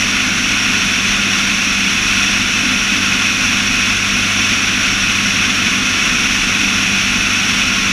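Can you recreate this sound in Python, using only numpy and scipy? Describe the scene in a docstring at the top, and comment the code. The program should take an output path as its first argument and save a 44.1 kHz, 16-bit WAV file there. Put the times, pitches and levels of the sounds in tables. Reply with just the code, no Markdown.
"""An engine drone under a broad rush of air: a small piston aeroplane cruising, heard from a camera
fixed outside on the airframe. Crankshaft and propeller drone through the mount as sines locked to the
shaft; turbulence shakes mount and panels as low resonant noise; the slipstream rushes over the camera
housing as hiss coloured by its resonances. One microphone feeds both channels."""
import sys
import numpy as np
from scipy import signal
from scipy.fft import rfft, irfft, next_fast_len
from scipy.io import wavfile

SR = 44100
rng = np.random.default_rng(int(sys.argv[2]) if len(sys.argv) > 2 else 0)


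def transcribe(u):
    """Save the signal u as a 16-bit wav file named by the first command-line argument.

    u: samples, shape (n,) or (channels, n), limited to [-1, 1]; the rate is SR.
    q: integer samples, one column per channel.
    """
    v = np.clip(np.atleast_2d(u).T, -1, 1)
    q = np.round(v * 32767).astype(np.int16)
    wavfile.write(sys.argv[1], SR, q)


N = 349272
AIRFRAME_TOP_HZ = 540  # panel noise lies below, slipstream hiss above


def from_db(db):
    """Decibels to gain."""
    return 10 ** (np.asarray(db) / 20)


def in_time(rows):
    """Each column of a curve, joined by straight lines, at every sample."""
    s, *columns = np.transpose(rows)
    return [np.interp(np.arange(N) / SR, s, column) for column in columns]


def drift(corner_hz):
    """Slow chance with spread 1: coarse noise twice through a one-pole low-pass."""
    step = 40  # samples between coarse points
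    settle = 2000  # coarse points dropped while the filter settles
    pole = np.exp(-2 * np.pi * corner_hz * step / SR)
    coarse = rng.standard_normal(N // step + 2 + settle)
    slow = signal.lfilter([1], [1, -2 * pole, pole * pole], coarse)[settle:]
    return np.interp(np.arange(N) / step, np.arange(len(slow)), slow / slow.std())


def swell(swing_db, corner_hz):
    """Gain that swells and sinks at random about one; the swing is its standard deviation in dB."""
    return from_db(swing_db * drift(corner_hz))


def turbulence(spectrum, modes, low_hz, high_hz):
    """Random pressure with a broad spectrum, lifted or notched by each resonance, kept between two edges."""
    size = next_fast_len(N)
    hz = np.maximum(np.arange(size // 2 + 1) * SR / size, 1)
    knots_hz, knots_db = np.transpose(spectrum)
    level_db = np.interp(np.log(hz), np.log(knots_hz), knots_db)
    for centre_hz, width_hz, peak_db in modes:
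        level_db = level_db + peak_db / (1 + (2 * (hz - centre_hz) / width_hz) ** 2)
    low_edge = 1 + (low_hz / hz) ** 10
    high_edge = 1 + (hz / high_hz) ** 10
    edges = 1 / np.sqrt(low_edge * high_edge)
    white = rng.standard_normal(size) * np.sqrt(SR / 2)  # unit power per Hz
    return irfft(rfft(white) * from_db(level_db) * edges, size)[:N]


def engine(overtone_trim_db, waver_db, wander_rad, throb_rough_db, drone_rough_db):
    """Blade passes and firings give lines locked to the shaft; the weak ones waver in the moving air."""
    # speed of the shaft: time_s, speed_rpm
    shaft_speed = [(0.0, 3016), (0.2, 3028), (0.45, 3003), (1.4, 2971), (2.55, 2980), (3.1, 2967),
                   (4.2, 2984), (4.9, 2978), (5.85, 2971), (6.25, 2963), (6.7, 2965), (7.55, 2950),
                   (7.92, 2958)]
    # mean levels of the two strong orders: time_s, two_per_turn_throb_db, four_per_turn_drone_db
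    strong_orders = [(0.0, -36.5, -30.8), (0.79, -34.0, -28.5), (1.78, -38.8, -29), (2.18, -33.5, -27.0),
                     (2.57, -35.5, -29.5), (3.56, -34.3, -28.5), (4.16, -30.9, -29), (5.54, -33.5, -28.8),
                     (5.94, -37.5, -30.5), (6.73, -35.1, -26.5), (7.52, -36, -30), (7.92, -37, -25.2)]
    # weaker orders, level ahead of the trim: multiple_of_shaft_speed, level_db
    weak_orders = [(1, -40), (2.5, -51), (3, -49), (5.5, -43), (6, -43), (7, -50.5), (8, -47.5), (9, -53.5),
                   (10, -54.5)]
    rpm, = in_time(shaft_speed)
    throb_db, drone_db = in_time(strong_orders)
    shaft_angle = 2 * np.pi * np.cumsum(rpm / 60) / SR

    def line(order, level_db, wander=0):
        """A sine at a multiple of the shaft speed, with that rms level."""
        phase = order * shaft_angle + rng.uniform(0, 2 * np.pi) + wander
        return np.sqrt(2) * from_db(level_db) * np.sin(phase)

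    throb = line(2, throb_db) * swell(throb_rough_db, corner_hz=12)
    drone = line(4, drone_db) * swell(drone_rough_db, corner_hz=6)
    # the fifth order swells, fades and wanders in phase most of all
    warble = line(5, level_db=-35, wander=1.46 * drift(1.83)) * swell(4.0, corner_hz=2.5)
    sound = throb + drone + warble
    for order, level_db in weak_orders:
        weak_line = line(order, level_db + overtone_trim_db, wander_rad * drift(2.0))
        sound += weak_line * swell(waver_db, corner_hz=2.1)
    return sound


def airframe(panel_trim_db, mount_trim_db):
    """Eddies drum on the panels and rock the camera on its springy mount."""
    # turbulent push, ahead of resonances and trims: frequency_hz, density_db (in each Hz)
    push = [(12, -70), (22, -60), (45, -63), (60, -60.5), (130, -59.5), (210, -52), (280, -52.5),
            (370, -63.5), (550, -65)]
    # resonances of mount and panels: centre_hz, width_hz, peak_db
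    airframe_modes = [(35, 16, 15), (92, 26, 6), (178.4, 12, 6.5), (247, 57, 4.5), (338.3, 8, 6),
                      (420, 15, 3)]
    mount_top_hz = 58
    panels = turbulence(push, airframe_modes, mount_top_hz, AIRFRAME_TOP_HZ)
    panels = panels * swell(0.76, corner_hz=5.0)  # buffets
    mount = turbulence(push, airframe_modes, 10, mount_top_hz)
    mount = mount * swell(1.6, corner_hz=3.0)  # shakes
    return from_db(panel_trim_db) * panels + from_db(mount_trim_db) * mount


def slipstream(trim_db, flutter_db, flutter_hz):
    """Fast air hisses in the housing's resonances; gusts and small eddies move all of it together."""
    # air rushing over the housing, ahead of resonances and trim: frequency_hz, density_db (in each Hz)
    rush = [(520, -65.5), (950, -65.0), (1150, -59.5), (2000, -53), (2900, -52.5), (4200, -59.5),
            (5200, -63.0), (6300, -59.5), (7200, -69), (8600, -74.3), (10300, -73.5), (11200, -81.5),
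            (15000, -88)]
    # resonances (positive) and notches (negative) of the housing: centre_hz, width_hz, peak_db
    housing_modes = [(721, 117, 4.5), (1080, 67, 5.5), (1420, 224, 8), (1833, 50, -1.1), (2250, 75, 3.5),
                     (2350, 78, -3.5), (2540, 378, 8.5), (3264, 120, -2.5), (3463, 190, 6), (3700, 120, -1),
                     (4400, 174, -3), (4530, 95, 2.5), (4805, 167, -6.5), (5637, 726, 10),
                     (9600, 269, -2.6), (10050, 718, 3.5), (12390, 355, 5.4), (13471, 532, 6)]
    # slow rise and fall of the slipstream's strength, ahead of the trim: time_s, change_db
    airflow = [(0.0, 0.2), (0.26, -0.55), (1.32, 0.35), (1.58, -0.1), (2.38, 0.5), (2.64, -0.36),
               (3.7, 0.2), (3.96, -0.6), (4.22, 0.0), (4.75, 0.3), (5.02, -0.2), (7.92, 0.17)]
    airflow_db, = in_time(airflow)
    gusts = swell(0.3, corner_hz=4.0)
    small_eddies = swell(flutter_db, flutter_hz)
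    hiss = turbulence(rush, housing_modes, AIRFRAME_TOP_HZ, SR / 2)
    return from_db(trim_db + airflow_db) * gusts * small_eddies * hiss


def scene():
    """All three reach one microphone on the airframe, so both channels are alike."""
    sound = engine(overtone_trim_db=-0.7, waver_db=2.0, wander_rad=0.53,
                   throb_rough_db=0.5, drone_rough_db=0.6)
    sound = sound + airframe(panel_trim_db=0.1, mount_trim_db=-0.4)
    sound = sound + slipstream(trim_db=-0.05, flutter_db=0.47, flutter_hz=42)
    return np.array([sound, sound])


def record(dry):
    """A steep elliptic low-pass cuts the top: 0.1 dB ripple below the cutoff, 90 dB down beyond it."""
    cutoff_hz = 15250
    low_pass = signal.ellip(14, 0.1, 90, cutoff_hz, fs=SR, output="sos")
    return signal.sosfilt(low_pass, dry)


dry = scene()
out = record(dry)
transcribe(out)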